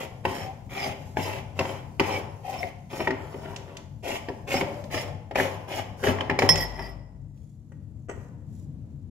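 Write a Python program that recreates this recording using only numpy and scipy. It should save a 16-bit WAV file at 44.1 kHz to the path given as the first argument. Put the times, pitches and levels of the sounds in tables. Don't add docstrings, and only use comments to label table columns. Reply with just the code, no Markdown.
import sys
import numpy as np
from scipy import signal
from scipy.fft import rfft, irfft, next_fast_len
from scipy.io import wavfile
from scipy.ndimage import map_coordinates

SR = 44100
rng = np.random.default_rng(int(sys.argv[2]) if len(sys.argv) > 2 else 0)


def pcm_store(signal):
    levels = np.round(np.clip(np.atleast_2d(signal), -1, 1) * 32767)
    wavfile.write(sys.argv[1], SR, levels.astype(np.int16).T)


N = 401310

# start and end in seconds, relative rasp level in dB,
# judder in dB against the rasp, fraction of the stroke at which it is fastest.
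TURNS = [(-.1, 0.07, -37.5, 5.5, 0.24), (0.237, 0.493, -41, 3, 0.34), (0.69, 0.935, -37.5, -0.5, 0.58),
         (1.159, 1.42, -38.5, 2, 0.26), (1.548, 1.815, -45.5, 4, 0.3), (1.985, 2.216, -40, 7, 0.63),
         (2.429, 2.722, -45.5, 2, 0.32), (2.893, 3.089, -42, 2.5, .45), (3.38, 3.627, -54, 12, 0.29),
         (4.023, 4.191, -37, 1, 0.64), (4.468, 4.632, -34, 0.5, 0.46), (4.901, 5.048, -35, -1.5, 0.41),
         (5.347, 5.488, -34.5, 2, .4), (5.673, 5.827, -38, 4, 0.7), (6.026, 6.131, -33, 8, 0.37),
         (6.385, 6.475, -40, 9.5, 0.53), (6.5, 6.666, -46, 10, .5), (6.774, 6.894, -57, 12, .5)]
def thread(hiss_db=-6):
    start, end, db, judder_db, fastest = np.transpose(TURNS)
    rasp = strokes(zip(start, end, db, fastest), steepness=1.45)
    hiss = strokes(zip(start, end, db + hiss_db, fastest), steepness=1.7)
    judder = strokes(zip(start, end, db + judder_db, fastest), steepness=1.0)
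    return scraping(rasp, hiss, judder)


# frequency in Hz, relative level in dB.
RASP_EQ = [(60, -28), (300, -11), (750, 9), (1300, -14.5), (2200, -2), (3000, -4), (3800, -11), (6500, -15),
           (8300, -25), (15500, -29)]
POWDER_EQ = [(1500, -29), (3500, -2.5), (5000, 0.5), (6800, 2), (8300, -5), (11000, -2.5), (13000, -5),
             (15500, -13.5)]
JUDDER_EQ = [(30, -15.5), (90, -8.5), (200, -5), (450, -0.5), (750, -1.5), (1200, -7.5), (2200, -23.5),
             (4000, -26), (12000, -49)]
# frequency in Hz, width in Hz, boost in dB.
BODY_MODES = [(97.5, 5.9, 16), (162, 8.9, 7), (258, 20, 9), (389, 30, 7.5), (541, 62, 6.5), (637, 27, 4.5),
              (856, 47, 4.5), (989, 42, 6), (1880, 520, 5), (2320, 930, 5.5), (3108, 520, 6)]
SEATED_MODES = [(4990, 110, 9), (5394, 90, 8.5), (7150, 470, 4), (9100, 62, 3), (11300, 150, 2.5),
                (12750, 260, 9)]
def scraping(rasp, hiss, judder):
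    slips = amp(2.48 + 2.1 * wobble(80)) * rasp * grains(rate=2400, spread_db=3.0)
    powder = amp(-1.8 + 1.7 * wobble(60)) * hiss * grains(rate=5000, spread_db=3.0)
    jolts = amp(-1.46 + 2.0 * wobble(45)) * judder * grains(rate=900, spread_db=-0.5)
    return (coloured(slips, RASP_EQ, BODY_MODES) + coloured(powder, POWDER_EQ, SEATED_MODES)
            + coloured(jolts, JUDDER_EQ, BODY_MODES))


# start in seconds, relative level in dB, then against that level
# the thud in dB and the hard edge in dB, clang pitch in Hz, clang offset in dB.
KNOCKS = [(.252, -15, -2, -23, 2650, -9.5), (.862, -27.5, 1, -22.5, 2180, -8),
          (1.17, -18.5, 1.5, -25, 1720, -6), (1.591, -17, 0.5, -14, 2690, -3),
          (1.608, -19, -4, -31, 2000, -4), (1.652, -24.5, -7, -23.5, 1950, -5),
          (1.997, -9, -5, -18.5, 2620, -11), (2.529, -32, -7, -18.5, 2300, -10.5),
          (2.63, -33.5, 3.5, -16.5, 2100, 14), (2.93, -32.5, 4, -21, 2200, -15),
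          (3.003, -20.5, -0.5, -25.5, 1860, -7), (3.073, -14, -6, -28, 1890, -2.5),
          (3.106, -20.5, 0, -22, 1890, 0), (3.342, -35.5, 9.5, -28, 1900, -21),
          (4.286, -26.5, 4.5, -20, 1840, -2.5), (4.541, -18.5, 2.5, -15, 2170, -9),
          (4.611, -17, 0.5, -21.5, 2200, -9), (4.944, -21, 1, -20, 2400, -8),
          (5.311, -30, 1.5, -22.5, 2120, -8.5), (5.356, -14.5, -9, -21, 2470, -4),
          (5.385, -17.5, -3, -24, 2000, -7), (5.399, -15, -4.5, -27, 1850, -1),
          (6.039, -15, -5.5, -24, 2230, -8.5), (6.07, -13, 1, -22, 1880, -6),
          (6.084, -17, 0, -20.5, 2310, -6), (6.186, -26, 1.5, -26.5, 1900, -9.5),
          (6.207, -18, -5.5, -21.5, 3050, -4.5), (6.297, -13, -3, -27.5, 1860, -6),
          (6.31, -23.5, 1.5, -24.5, 2065, -9), (6.389, -11.5, -9, -13.5, 2240, -7.5),
          (6.421, -10, -1, -23.5, 1926, -12), (6.49, -10.5, -7, -11.5, 3130, -2.5),
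          (6.793, -28, -1, -25, 1950, 1)]
# frequency in Hz, relative level in dB.
THUD_EQ = [(30, -20.5), (90, -11), (250, -4.5), (340, 2.5), (520, -1), (800, 0), (1300, -16), (3000, -45),
           (8000, -69.5)]
REBOUND_EQ = [(40, -19), (100, -4), (280, -3.5), (450, -7), (900, -24.5), (3000, -60)]
CLACK_EQ = [(200, -28.5), (800, 10.5), (1300, -1), (1750, -3.5), (2500, -4), (3200, -10), (4500, -24),
            (9000, -40)]
EDGE_EQ = [(1500, -43), (4200, 7), (6500, 1), (8500, -11), (12000, -10.5), (15500, -26.5)]
def knocks(rebound_s=0.014, rebound_db=-4.5):
    s, db, thud_db, edge_db, _, _ = np.transpose(KNOCKS)
    thud = coloured(blows(s, db + thud_db, chatter=1.4, t60=0.1), THUD_EQ, BODY_MODES)
    rocking = blows(s + rebound_s, db + thud_db + rebound_db, chatter=2.2, t60=0.083)
    rebound = coloured(rocking, REBOUND_EQ, BODY_MODES)
    clack = coloured(blows(s, db, chatter=1.8, t60=0.031), CLACK_EQ, BODY_MODES)
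    edge = coloured(blows(s, db + edge_db, chatter=1.7, t60=0.029), EDGE_EQ, SEATED_MODES)
    return amp(21) * (thud + rebound) + amp(17.5) * clack + amp(21.5) * edge


def clangs(decay_s=0.0065):
    out, t = np.zeros(N), np.arange(SR // 20) / SR
    for s, db, _, _, hz, clang_db in KNOCKS:
        note = t * amp(-60 * t / decay_s) * np.sin(2 * np.pi * hz * t)
        add(out, s, amp(db + clang_db) * note / np.linalg.norm(note))
    return amp(16.5) * out


# frequency in Hz, relative levels in dB when struck and when rubbed,
# undamped t60 in seconds, left over right in dB.
RING_MODES = [(1919, -20.5, -3.5, 1.2, -3), (1940, -14, -1, 1.2, 0.5), (2010, -23.5, -6, 1.5, 4.5),
              (3260, -25, -14, .6, -2), (3320, -17.5, -23, 0.28, -4.5), (4940, -19.5, -12, 1, -2),
              (5060, -7, -13.5, .03, -2), (5327, 0, -0.5, 0.8, -6.5), (5250, -13, -5, .9, 4),
              (8581, -32.5, -23, 0.3, -1), (8856, -20.5, -27, 0.17, -6), (9862, -25.5, -20, 0.12, -6),
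              (11130, -25, -27.5, 0.27, -5), (12540, -35, -21, .3, -6.5), (12710, -27.5, -17.5, .4, -6),
              (15140, -34.5, -30, 0.202, -8.5)]
# start in seconds, relative level in dB.
CLINKS = [(6.49, -3), (6.577, -21), (6.792, -40)]
# start and end in seconds, relative level in dB.
RIM_RUBS = [(6.51, 6.66, -34.5), (6.62, 6.79, -52), (6.74, 6.92, -47.5)]
def ring(held_t60=0.38, attack_s=0.00036, choke_db=-9, release_s=6.86, release_db=-66.5):
    t = np.arange(SR) / SR
    hz, struck_db, rubbed_db, t60, pan_db = np.transpose(RING_MODES)[:, :, None]
    phase = rng.uniform(0, 2 * np.pi, hz.shape) + np.array([-.4, .4])[:, None, None]
    envelope = amp(-60 * t / t60) * (1 - np.exp(-t / attack_s))
    modes = panned(pan_db) * np.sin(2 * np.pi * hz * t + phase) * envelope
    choke = np.interp(t, [.036, .046], [0, choke_db])
    strike = np.sum(modes * amp(struck_db - 60 * t / held_t60 + choke), axis=1)
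    clinks = np.zeros((2, N))
    for s, db in CLINKS:
        add(clinks, s, amp(db - 6.0) * strike)
    free = np.sum(modes * amp(rubbed_db), axis=1)
    add(clinks, release_s, amp(release_db) * free)
    song = np.sum(modes * amp(rubbed_db - 60 * t / 0.15), axis=1)
    friction = strokes(RIM_RUBS, steepness=1.0) * grains(rate=1300, spread_db=0.5)
    rubbed = convolved(friction, song)[:, :N]
    tilting = np.interp(np.arange(N) / SR, [6.52, 6.6], [0, 1])
    return (clinks + rubbed) * amp(4.5 * tilting * np.array([wobble(95), wobble(85)]))


# start and end in seconds, pitch in Hz, level in dB.
SQUEAKS = [(.39, .47, 5390, -54), (.77, .84, 5260, -44), (.785, .89, 4950, -44.5), (1.2, 1.29, 5460, -50),
           (1.215, 1.275, 4960, -48), (2.09, 2.18, 5390, -44.5), (2.135, 2.19, 2280, -38),
           (2.575, 2.615, 5340, -47), (4.525, 4.58, 4960, -39), (4.53, 4.605, 5380, -39.5),
           (4.94, 5.03, 5410, -43.5), (4.95, 5.02, 4980, -45.5), (5.72, 5.8, 5100, -47),
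           (6.505, 6.535, 2250, -32), (6.55, 6.66, 4855, -41.5), (6.59, 6.65, 12700, -40),
           (6.6, 6.64, 5330, -33.5), (6.8, 6.89, 4880, -49)]
GROANS = [(.37, .52, 780, -37), (.72, .95, 849, -42), (1.26, 1.42, 850, -41), (2.05, 2.22, 792, -37),
          (2.44, 2.56, 775, -37.5), (2.6, 2.69, 697, -38.5), (4.12, 4.2, 666, -40), (4.6, 4.72, 584, -35.5),
          (4.73, 4.87, 587, -42), (4.93, 5.02, 640, -31), (5.04, 5.11, 625, -35.5), (5.74, 5.83, 641, -35)]
def squeals():
    squeaks = friction_notes(SQUEAKS, width_hz=200, steepness=2.3, rough=0.43)
    groans = friction_notes(GROANS, width_hz=93, steepness=0.85, rough=0.65)
    return squeaks + groans


def friction_notes(rows, width_hz, steepness, rough):
    out = np.zeros(N)
    waver = 1 - rough + rough * (wobble(width_hz) + 1j * wobble(width_hz))
    waver /= np.sqrt(np.mean(np.abs(waver) ** 2) / 2)
    for start, end, hz, db in rows:
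        span = np.arange(round(start * SR), round(end * SR))
        swell = np.abs(np.sin(np.linspace(0, np.pi, len(span)))) ** (steepness / 2)
        out[span] += amp(db) * swell * np.real(waver[span] * np.exp(2j * np.pi * hz * span / SR))
    return out


# start and end in seconds, relative judder level in dB,
# brushing in dB against the judder.
GRIPS = [(0.921, 1.225, -55, -6.5), (3.087, 3.508, -46, -13.5), (3.53, 3.892, -46, -25.5),
         (4.189, 4.484, -56.5, -10.5), (4.575, 4.93, -49, -11.5), (4.995, 5.12, -41.5, -20.5),
         (5.42, 5.582, -36, -15), (5.958, 6.167, -35.5, -13.5), (6.106, 6.423, -49.5, -26),
         (6.636, 6.996, -44, -28)]
def grips(rasp_db=-18.5):
    start, end, db, brush_db = np.transpose(GRIPS)
    rocking = strokes(zip(start, end, db), steepness=2.7)
    brushing = strokes(zip(start, end, db + brush_db), steepness=2.2)
    return scraping(amp(rasp_db) * rocking, brushing, rocking)


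def fingers(grit_db=-17.5):
    touch_db = np.interp(np.arange(N) / SR, [6.9, 7.1], [-71, -110])
    grit = amp(grit_db) * strokes(RIM_RUBS, steepness=1.8) * grains(rate=1000, spread_db=2.5)
    touch = amp(touch_db + 2.5 * wobble(4.6)) * grains(rate=5000, spread_db=1.5)
    return coloured(touch + grit, POWDER_EQ)


# start in seconds, relative level in dB.
TICKS = [(3.562, -22.5), (3.769, -24.5), (4.84, -33.5), (6.557, -13.5), (6.577, -21), (7.375, -56)]
# frequency in Hz, relative level in dB.
TICK_EQ = [(500, -23.5), (2500, 2.5), (4500, -3.5), (7000, -2), (9000, -18), (15000, -31)]
def ticks():
    s, db = np.transpose(TICKS)
    return amp(10.5) * coloured(blows(s, db, chatter=0.84, t60=0.021), TICK_EQ)


# frequency in Hz, level in dB, t60 in seconds.
TABLE_MODES = [(52.33, -38.5, 2.9), (160.5, -23, 0.53)]
def shudder(attack_s=0.021):
    out, t = np.zeros(N), np.arange(SR) / SR
    sway = sum(amp(db - 60 * t / t60) * np.sin(2 * np.pi * hz * t) for hz, db, t60 in TABLE_MODES)
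    add(out, CLINKS[0][0], sway * (1 - np.exp(-t / attack_s)))
    return out


# start in seconds, relative level in dB.
TRAY_KNOCKS = [(7.72, -51.5), (8.086, -45.5), (8.092, -39.5), (8.096, -31), (8.113, -37.5)]
# frequency in Hz, width in Hz, boost in dB.
TRAY_MODES = [(393, 54, 7), (517, 60, 9), (1890, 100, 12), (2680, 90, 3), (6340, 178, 9.5), (7840, 400, 12)]
# frequency in Hz, relative level in dB.
TRAY_EQ = [(100, -11), (400, -0.5), (750, -5.5), (1900, -13.5), (3000, -18), (3700, -41), (5000, -33),
           (6400, -28), (8000, -29.5), (9000, -47.5), (15000, -48)]
BRUSH_EQ = [(1000, -9), (3000, -9.5), (5500, -5), (7300, 2), (8500, -10.5), (10000, -6.5), (13000, -10),
            (15500, -20)]
# start and end in seconds, level in dB.
PLATE_SLIDES = [(7.22, 7.65, -75.5), (8.06, 8.35, -69), (8.44, 8.7, -67.5)]
def tray(resting_db=-81):
    s, db = np.transpose(TRAY_KNOCKS)
    knock = amp(26.0) * coloured(blows(s, db, chatter=0.89, t60=0.055), TRAY_EQ, TRAY_MODES)
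    brush = np.hypot(amp(resting_db), strokes(PLATE_SLIDES, steepness=3.0))
    tail = amp(-13.0) * room_echoes(knock, build_s=0.011)[0]
    return knock + tail + coloured(brush * grains(rate=2100, spread_db=0.5), BRUSH_EQ)


def near_reflections(x, every_s=0.16, t60=0.028, build_s=0.00034):
    hop, t = round(every_s * SR), np.arange(SR // 16) / SR
    window = np.sin(np.pi * np.arange(2 * hop) / (2 * hop))
    fade = amp(-60 * t / t60) * (1 - np.exp(-(t / build_s) ** 2))
    padded, out = np.pad(x, (hop, 2 * hop)), np.zeros((2, N + hop))
    for start in range(0, N + hop, hop):
        paths = evened(noise_pair(len(t)) * fade)
        piece = padded[start:start + 2 * hop] * window
        add(out, start / SR, convolved(piece, paths))
    return out[:, hop:]


# frequency in Hz, t60 in seconds.
ROOM_DECAY = [(100, 0.38), (700, 1), (2000, 0.66), (5000, 0.55), (12000, 0.37)]
def room_echoes(x, build_s):
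    hz, t, spectra = signal.stft(noise_pair(SR), SR, nperseg=256)
    decay = amp(-60 * t / along(ROOM_DECAY, hz)[:, None])
    tail = signal.istft(spectra * decay, SR, nperseg=256)[1]
    tail *= 1 - np.exp(-(np.arange(tail.shape[1]) / SR / build_s) ** 2)
    return convolved(x, tail)[:, :N]


# time in seconds, level in dB.
RUMBLE_LEVELS = [(0, -45.5), (1.4, -41.5), (3.9, -45.5), (4.9, -41), (7.7, -45), (8.6, -39.5)]
# frequency in Hz, relative level in dB.
RUMBLE_EQ = [(15, -67), (25, -43.5), (36, -21), (59, -12), (81, -7), (135, -4.5), (196, -12.5), (219, -12),
             (293, -18.5), (363, -30), (637, -35.5), (691, -39), (1420, -53), (9270, -68), (15000, -77.5)]
def rumble():
    drones = [(98.3, 13, 7.5), (143, 14, 1.8)]
    air = np.array([coloured(side, RUMBLE_EQ, drones) for side in noise_pair(N)])
    level_db = np.interp(np.arange(N) / SR, *np.transpose(RUMBLE_LEVELS))
    return amp(level_db + 1.6 * wobble(12.0)) * unit(air)


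# frequency in Hz, coherence from 0 to 1.
COHERENCE = [(100, .93), (300, 0.96), (700, 0.41), (1400, 0.17), (4000, 0.026)]
def noise_pair(size):
    def mid_side_gains(hz):
        angle = np.arccos(np.clip(along(COHERENCE, hz), -1, 1)) / 2
        return np.array([np.cos(angle), np.sin(angle)])
    mid, side = filtered(rng.standard_normal((2, size)), mid_side_gains)
    return np.array([mid + side, mid - side])


def strokes(rows, steepness):
    power = np.zeros(N)
    for start, end, db, *share in rows:
        span = np.arange(max(round(start * SR), 0), round(end * SR))
        fastest = start + (end - start) * (share[0] if share else .5)
        speed = np.abs(np.sin(np.pi * np.interp(span / SR, [start, fastest, end], [0, .5, 1])))
        power[span] += amp(db) ** 2 * speed ** steepness
    return np.sqrt(power)


def grains(rate, spread_db):
    slips = (rng.random(N) < rate / SR) * rng.standard_normal(N)
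    return unit(slips * amp(spread_db * np.clip(rng.standard_normal(N), -2, 2)))


def blows(times, levels_db, chatter, t60):
    force, t = np.zeros(N), np.arange(SR // 5) / SR
    for s, db in zip(times, levels_db):
        rattle = rng.standard_normal(len(t)) * amp(-60 * t / t60)
        push = chatter * rattle / np.linalg.norm(rattle)
        push[0] += 1
        push = evened(push)
        add(force, s, amp(db) * push / np.linalg.norm(push))
    return force


def evened(burst, depth=0.75):
    size, spectrum = burst.shape[-1], rfft(burst)
    levelled = irfft(spectrum / (np.abs(spectrum) + 1e-9) ** depth, size)
    return levelled * np.cos(np.linspace(0, np.pi / 2, size)) ** 2


def coloured(x, eq, resonances=(), size=16384):
    hz = np.fft.rfftfreq(size, 1 / SR)
    peaks_db = sum(boost / (1 + (2 * (hz - f) / width) ** 2) for f, width, boost in resonances)
    cepstrum = irfft(np.log(amp(along(eq, hz) + peaks_db)))[:size // 2]
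    cepstrum[1:] *= 2
    response = irfft(np.exp(rfft(cepstrum, size)))
    return signal.fftconvolve(x, response / np.linalg.norm(response))[:N]


def convolved(x, response):
    return signal.fftconvolve(x[None], response / np.linalg.norm(response[0]), axes=1)


def filtered(x, response):
    size = next_fast_len(x.shape[-1] + SR // 4)
    return irfft(rfft(x, size) * response(np.fft.rfftfreq(size, 1 / SR)), size)[..., :x.shape[-1]]


def wobble(rate):
    return map_coordinates(rng.standard_normal(int(N * rate / SR) + 4), [np.arange(N) * rate / SR])


def along(points, hz):
    freqs, values = np.transpose(points)
    return np.interp(np.log(hz + 1), np.log(freqs + 1), values)


def amp(db):
    return 10 ** (np.asarray(db) / 20)


def unit(x):
    return x / np.sqrt(np.mean(x ** 2) + 1e-20)


def panned(db):
    return amp(np.array([db, -db]) / 2)


def add(track, s, sound):
    part = track[..., round(s * SR):][..., :sound.shape[-1]]
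    part += sound[..., :part.shape[-1]]


# frequency in Hz, left over right in dB.
BALANCE = [(70, 12), (200, 2.5), (400, 3.5), (700, 6), (1300, 2.5), (2400, 0.5), (4400, -3.5),
           (15000, -5.5)]
def placement(hz, left_lag_s=0.00007):
    return panned(along(BALANCE, hz)) * np.exp(1j * np.pi * hz * left_lag_s * np.array([[-1], [1]]))


def scene():
    handling = thread() + grips() + fingers() + knocks() + ticks() + tray() + shudder()
    ringing = ring()
    tones = squeals() + clangs()
    scatter = lambda hz: along([(200, 0.059), (700, 0.81), (1500, 0.7), (5000, 1.0)], hz)
    direct = filtered(handling + tones, lambda hz: np.sqrt(1 - scatter(hz) ** 2))
    near = filtered(near_reflections(handling + tones), scatter)
    room = amp(-7.5) * room_echoes(handling + amp(-7) * tones, build_s=0.003)
    room += amp(-13.5) * room_echoes(ringing.mean(0), build_s=0.009)
    return ringing + filtered(direct + near + room + rumble(), placement)


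def record(dry, ceiling=0.93, fade_s=0.006, top_hz=15750):
    rounded = dry / (1 + (dry / ceiling) ** 8) ** (1 / 8)
    fade = np.sin(np.pi / 2 * np.minimum(np.arange(N)[::-1] / (fade_s * SR), 1)) ** 2
    return filtered(rounded * fade, lambda hz: hz < top_hz)


dry = scene()
out = record(dry)
pcm_store(out)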